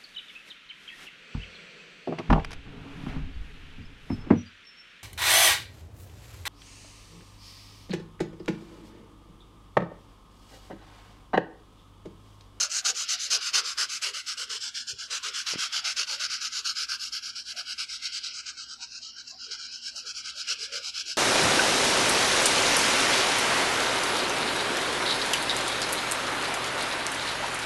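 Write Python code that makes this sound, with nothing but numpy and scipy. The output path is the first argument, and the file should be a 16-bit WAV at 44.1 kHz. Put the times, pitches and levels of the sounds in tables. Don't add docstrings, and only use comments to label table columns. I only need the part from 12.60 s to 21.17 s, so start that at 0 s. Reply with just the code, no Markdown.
import sys
import numpy as np
from scipy import signal
from scipy.fft import rfft, irfft, next_fast_len
from scipy.io import wavfile
from scipy.ndimage import uniform_filter1d, map_coordinates

SR = 44100
rng = np.random.default_rng(int(sys.argv[2]) if len(sys.argv) > 2 else 0)


def waveform_to_disk(signal):
    frames = np.transpose(np.atleast_2d(signal))
    scaled = np.clip(frames, -1, 1) * 32767
    samples = np.round(scaled).astype(np.int16)
    wavfile.write(sys.argv[1], SR, samples)


N = 377937

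# freq_hz, density_db
ROOM_NOISE = [(20, -63), (60, -73), (165, -86), (240, -77), (400, -87), (600, -91), (1000, -88),
              (1850, -87), (3500, -86.5), (7400, -95), (9000, -104), (15400, -108)]


def amp(db):
    return 10 ** (np.asarray(db) / 20)


def unit(x):
    return x / np.sqrt(np.mean(x ** 2) + 1e-20)


def step(x):
    return np.sin(np.pi / 2 * np.clip(x, 0, 1)) ** 2


def spectrum_db(points, hz):
    freq_hz, level_db = np.transpose(points)
    return np.interp(np.log(hz + 1), np.log(freq_hz + 1), level_db)


def wobble(rate_hz):
    knots = rng.standard_normal(int(N * rate_hz / SR) + 4)
    return map_coordinates(knots, [np.arange(N) * rate_hz / SR])


def filtered(x, response):
    size = next_fast_len(N + 8192)
    return irfft(rfft(x, size) * response(np.fft.rfftfreq(size, 1 / SR)), size)[..., :N]


def room():
    # freq_hz, rms_db
    mains = [(59.6, -57.5), (119.5, -64), (240, -63)]
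    t = np.arange(N) / SR
    noise = filtered(rng.standard_normal(N),
                     lambda hz: amp(spectrum_db(ROOM_NOISE, hz)) * np.sqrt(SR / 2))
    hum = sum(amp(db + 2.5 * wobble(9)) * np.sin(2 * np.pi * hz * t + 0.82 * wobble(8))
              for hz, db in mains)
    return noise + np.sqrt(2) * hum


def low_swells():
    # centre_s, pitch_hz, top_db
    clear = [(.026, 624, -55), (.287, 741, -48.5), (.313, 441, -53), (.531, 711, -55), (.748, 718, -53),
             (.755, 462, -54), (.987, 472, -56.5), (1.477, 969, -57.5), (1.493, 420, -53.5),
             (1.814, 484, -57.5), (1.936, 436, -55), (2.064, 926, -56), (2.328, 464, -58.5),
             (2.45, 462, -60), (2.537, 508, -61), (2.683, 446, -56), (3.268, 764, -53.5), (3.518, 885, -54),
             (3.54, 538, -55), (3.573, 301, -65.5), (4.94, 417, -58), (4.985, 614, -55.5),
             (5.776, 789, -60), (6.22, 894, -57), (6.432, 689, -61), (6.73, 1040, -58.5), (6.734, 711, -59),
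             (6.89, 444, -58.5), (6.951, 915, -59), (7.155, 861, -60.5), (7.364, 860, -59),
             (7.448, 431, -57.5), (8.023, 408, -56), (8.163, 523, -47), (8.474, 327, -53.5)]
    faint = [(when * N / SR, 420 + 550 * pitch, -64 + 4 * level)
             for when, pitch, level in rng.random((8, 3))]
    out = np.zeros(N + SR)
    for centre_s, pitch_hz, top_db in clear + faint:
        half_s = 0.059 + 0.002 * (top_db + 60)
        t = np.arange(round(2 * half_s * SR)) / SR
        tones_hz = pitch_hz + 50 * rng.standard_normal((12, 1))
        band = unit(np.sin(2 * np.pi * (tones_hz * t + rng.random((12, 1)))).sum(0))
        start = max(round((centre_s - half_s) * SR), 0)
        out[start:][:len(t)] += amp(top_db) * band * np.sin(np.pi * t / t[-1]) ** 2
    return out[:N]


def pad_knocks():
    # start_s, level_db, pitch_hz
    bumps = [(2.335, -30, 70), (2.937, -23, 457), (2.958, -20, 268), (2.984, -34, 220), (3.19, -34, 201)]
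    t60_cycles = 3.8
    out, t = np.zeros(N), np.arange(SR // 10) / SR
    for start_s, level_db, pitch_hz in bumps:
        decay = amp(level_db - 60 * t * pitch_hz / t60_cycles)
        out[round(start_s * SR):][:len(t)] += decay * np.sin(2 * np.pi * pitch_hz * t)
    return out


def room_tail(envelope, t60_s):
    pole = 10 ** (-6 / (t60_s * SR))
    return np.sqrt(np.abs(signal.lfilter([1 - pole], [1, -pole], envelope ** 2)))


def pad_echo(tip):
    # centre_hz, width_hz, depth_ratio
    notches = [(1094, 212, 0.78), (1828, 184, 0.93), (3533, 222, 0.61), (7396, 245, 0.79),
               (8730, 750, 0.54), (10180, 410, 0.5), (12330, 680, 0.56), (2476, 170, 0.28),
               (5840, 280, 0.17)]
    # time_s, strength_ratio, freq_ratio
    echo_path = [(0, 0.5, 1.02), (1, 0.24, 0.94), (1.6, 0.62, 0.99), (2, 0.77, 1.09), (2.45, 1, 1.055),
                 (2.55, 0.09, 1.01), (3.5, 0.6, 0.987), (4.5, 0.83, 1.03), (5.1, 0.97, 1.02),
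                 (5.4, 0.8, 0.994), (6, 1, 0.99), (7, 1, 1.024), (7.8, 0.81, 1.025), (8.57, 0.76, 1.02)]
    # time_s, gain_db
    band_drift = [(0, 2.5), (1.4, 0), (2, -9), (2.45, -6), (2.55, -0.9), (5.3, 1.7), (6.1, 4), (7.3, 4),
                  (7.9, 3.5), (8.57, 2.5)]
    band_hz, band_width_hz = 2466, 210
    hz, t, spectra = signal.stft(tip, SR, nperseg=1024)
    time_s, strength, freq_ratio = np.transpose(echo_path)
    slid_hz = hz[:, None] / np.interp(t, time_s, freq_ratio)
    dips = sum(depth * np.exp(-((slid_hz - centre_hz) / width_hz) ** 2)
               for centre_hz, width_hz, depth in notches)
    echo_gain = 1 - np.interp(t, time_s, strength) * dips
    band_shape = np.exp(-((hz[:, None] - band_hz) / band_width_hz) ** 2)
    band_gain = amp(np.interp(t, *np.transpose(band_drift)) * band_shape)
    return signal.istft(spectra * band_gain * echo_gain, SR, nperseg=1024)[1][:N]


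def paper_tooth():
    patch_rms_db = 2.07
    grains = rng.standard_normal(N) * amp(0.84 * wobble(900) + 0.86 * wobble(150))
    spectra = signal.stft(grains, nperseg=512)[2]
    patches = uniform_filter1d(rng.standard_normal(spectra.shape), size=4, axis=0)
    patches = uniform_filter1d(patches, size=20, axis=1)
    return signal.istft(spectra * amp(patch_rms_db * unit(patches)), nperseg=512)[1][:N]


def hand_motion(t):
    # start_s, length_s, mid_db, swell_db, turn_re_mid_db
    strokes = [(0.0, 0.076, -29, -14.5, -16), (0.1, .11, -31, 5, -43), (.248, 0.072, -25, -3, -21),
               (.348, 0.1, -32.5, 6, -7.5), (.484, .073, -28.5, 4, -8), (0.594, .088, -33.5, -0.5, -7),
               (0.705, .071, -24.5, -2.5, -12.5), (0.809, 0.098, -33.5, 5, -11),
               (.937, 0.076, -24, -6, -13.5), (1.041, .1, -34.5, -1, -19), (1.178, 0.079, -27, -4.5, -15),
               (1.29, 0.099, -35, 0.5, -38), (1.42, 0.096, -32, -10, -16), (1.538, 0.084, -35.5, -5.5, -19),
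               (1.665, 0.079, -33, 1, -19), (1.774, .082, -34, -4, -16), (1.897, .088, -33, -2.5, -11.5),
               (2.008, 0.097, -35.5, -2.5, -18), (2.146, 0.093, -36, -8.5, -17),
               (2.272, 0.061, -35, -0.5, -14.5), (2.386, 0.092, -41, -8, -16),
               (2.505, 0.087, -33, -2.5, -17.5), (2.63, 0.075, -35, -1, -10),
               (2.736, 0.099, -36, -1.5, -14), (2.865, 0.088, -33.5, -5.5, -6),
               (2.982, 0.1, -31.5, -2, -15), (3.123, 0.082, -30.5, 0, -11.5),
               (3.246, 0.091, -29.5, -6.5, -22), (3.365, 0.087, -28.5, -6, -30),
               (3.472, 0.098, -31.5, -2, -8.5), (3.596, 0.077, -29.5, -0.5, -12),
               (3.699, 0.082, -33.5, -4, -5), (3.809, 0.08, -31, -1, -16), (3.916, .1, -33, 3, -16),
               (4.047, 0.085, -30.5, -4.5, -16), (4.156, 0.098, -30, 2.5, -23),
               (4.288, 0.079, -30.5, -2.5, -16), (4.396, 0.098, -32.5, 0.5, -27),
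               (4.523, 0.076, -33, -5.5, -14), (4.625, 0.093, -36, -2, -12),
               (4.755, 0.077, -37.5, -10, -13), (4.85, 0.082, -36.5, 11, -19), (4.966, 0.06, -34, -4, -15),
               (5.054, 0.088, -36, 10.5, -16), (5.183, 0.076, -32.5, -12, -19),
               (5.287, 0.094, -36, -2, -9.5), (5.42, 0.065, -32.5, 4, -7.5),
               (5.519, 0.076, -34.5, 6.5, -10.5), (5.635, 0.061, -36, -8, -0.5),
               (5.733, 0.084, -37.5, 5, -9), (5.86, 0.059, -35.5, -3, -10), (5.973, 0.083, -41, -6, -4.5),
               (6.083, 0.073, -41, 4, -10), (6.207, 0.05, -37.5, 1, -8), (6.303, 0.092, -41.5, 9, -10),
               (6.419, .1, -42, -10, -3.5), (6.555, 0.067, -43, 14, -5.5), (6.668, 0.064, -41, 0, -7),
               (6.789, .088, -41.5, 8, -1.5), (6.913, 0.064, -38.5, -19, -3), (6.985, 0.095, -40.5, 3, 0),
               (7.117, 0.086, -41.5, -11, -2.5), (7.215, 0.084, -38, 18, -5.5),
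               (7.357, 0.072, -38.5, -15, -7), (7.457, 0.07, -36, 3, -15), (7.545, 0.074, -37.5, 1, -8),
               (7.644, 0.071, -36, 4, -6), (7.753, .08, -37, 10, -6.5), (7.87, 0.072, -31, 4, -11),
               (7.988, 0.082, -35, 5, -9), (8.12, 0.074, -32, 6, -9), (8.226, 0.083, -34, 5, -13),
               (8.341, 0.085, -33, 4, -10), (8.455, 0.084, -34, 9, -11.5)]
    rise_s, fall_s, ends_db = 0.021, 0.035, -4.5
    sliding, off_centre = np.zeros(N), np.ones(N)
    for start_s, length_s, mid_db, swell_db, _ in strokes:
        span = slice(max(round((start_s - 0.03) * SR), 0), round((start_s + length_s + 0.06) * SR))
        age_s = t[span] - start_s
        speed = step(age_s / rise_s + 0.5) * step((length_s - age_s) / fall_s + 0.42)
        ends = (2 * age_s / length_s - 1) ** 2
        sliding[span] += amp(mid_db + swell_db * (age_s / length_s - 0.5) + ends_db * ends) * speed
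        off_centre[span] = np.where(speed > 0, np.minimum(ends, 1), off_centre[span])
    start_s, length_s, mid_db, _, turn_db = np.transpose(strokes)
    drag = amp(np.interp(t, start_s + length_s + 0.0059, mid_db + turn_db))
    backward = np.interp(t, start_s + length_s / 2, np.arange(len(strokes)) % 2)
    return sliding, drag, off_centre, backward


def pencil():
    # freq_hz, relative_db
    lead_spectrum = [(200, -9), (450, -22), (800, -20.5), (1000, -14.5), (1250, -3.5), (1550, -2),
                     (1850, -11), (2150, -11.5), (2950, -6), (3550, -8.5), (4100, -4.5), (5200, -0.9),
                     (6600, -10.5), (7500, -11.5), (8200, -16), (8900, -18.5), (10000, -21), (12500, -33),
                     (15400, -46.5)]
    borders_hz = [1850, 3550, 5900, 7400, 8550]
    # time_s, pad_db, sheet_db, edge_db, hiss_db, air_db
    balance = [(0, -8.5, -10, -1.5, -10, -14), (.7, -13, -7, -3.5, -15, -15.5),
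               (1.0, -7, -6, -6, -15, -16.5), (1.4, -6.5, -3, -4.5, -11.5, -12.5),
               (2, -9, -3, -9.5, -10, -18.5), (2.43, -6, -2.5, -5, -12, -16.5),
               (2.55, -5.5, -2.5, -6, -13, -16), (2.9, -5, -1, -4, -15.5, -14),
               (3.3, -9.5, -4.5, -8, -19, -18.5), (4, -9.5, -7.5, -6.5, -19.5, -17),
               (4.7, -11, -9, -13, -18, -18), (5.1, -9, -5, -14.5, -15.5, -18),
               (5.5, -14, -6.5, -9.5, -13.5, -20.5), (6, -10, -8.5, -7, -11.5, -25.5),
               (6.8, -10.5, -9, -10, -19.5, -24.5), (7.3, -13.5, -9.5, -8, -14.5, -19.5),
               (7.9, -8, -6.5, -8, -13.5, -19.5), (8.57, -12, -8, -12, -17, -21)]
    # pad_db, sheet_db, edge_db, hiss_db, air_db
    back_offsets = [-1.2, -0.71, 0.99, 1.7, 0.75]
    # tail_db, drag_db
    tail_and_drag = [(-7.5, -1), (-38, 0), (-45, -4), (-27, -18), (-27, -27), (-36, -16)]

    def band_gains(hz):
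        above = [np.ones_like(hz)] + [step((hz - border) / 300 + 0.5) for border in borders_hz]
        split = -np.diff(above, axis=0, append=0)
        return split * amp(spectrum_db(lead_spectrum, hz)) * step(hz / 350 - 0.2)

    t = np.arange(N) / SR
    bands = filtered(paper_tooth(), band_gains)
    sliding, drag, off_centre, backward = hand_motion(t)
    time_s, *columns = np.transpose(balance)
    pad_db, sheet_db, edge_db, hiss_db, air_db = (
        np.interp(t, time_s, column) + back_db * backward
        for column, back_db in zip(columns, back_offsets))
    air_db -= 2.5 * uniform_filter1d(off_centre, size=400)
    levels_db = [pad_db, sheet_db, 0, edge_db, hiss_db, air_db]
    tail = room_tail(sliding, t60_s=0.15)
    tip = np.zeros(N)
    for band, level_db, (tail_db, drag_db) in zip(bands, levels_db, tail_and_drag):
        envelope = np.sqrt(sliding ** 2 + (amp(drag_db) * drag) ** 2 + (amp(tail_db) * tail) ** 2)
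        tip += amp(level_db) * envelope * unit(band)
    return pad_echo(tip)


def scene():
    return (pencil() + low_swells() + pad_knocks() + room())[None]


def noise_suppressor(x, margin_db, floor_db):
    frame, overlap = 1024, 768
    hz, _, spectra = signal.stft(x, SR, nperseg=frame, noverlap=overlap)
    power = uniform_filter1d(np.abs(spectra) ** 2, size=3, axis=-2)
    power = np.abs(uniform_filter1d(power, size=13, axis=-1))
    threshold_db = spectrum_db(ROOM_NOISE, hz) + margin_db * np.where(hz < 350, 3, 1)
    threshold = amp(threshold_db)[:, None] ** 2 * SR * 3 / 4 / frame
    gain = np.clip(1 - (threshold / (power + 1e-20)) ** 3.73, amp(floor_db), 1)
    gain = uniform_filter1d(gain, size=3, axis=-1)
    return signal.istft(spectra * gain, SR, nperseg=frame, noverlap=overlap)[1][..., :N]


def record(dry):
    bass_cut_hz, top_hz = 52, 15450
    suppressed = noise_suppressor(dry, margin_db=4, floor_db=-16)
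    return filtered(suppressed, lambda hz: (hz < top_hz) / (1 + (bass_cut_hz / (hz + 1)) ** 4))


dry = scene()
out = record(dry)
waveform_to_disk(out)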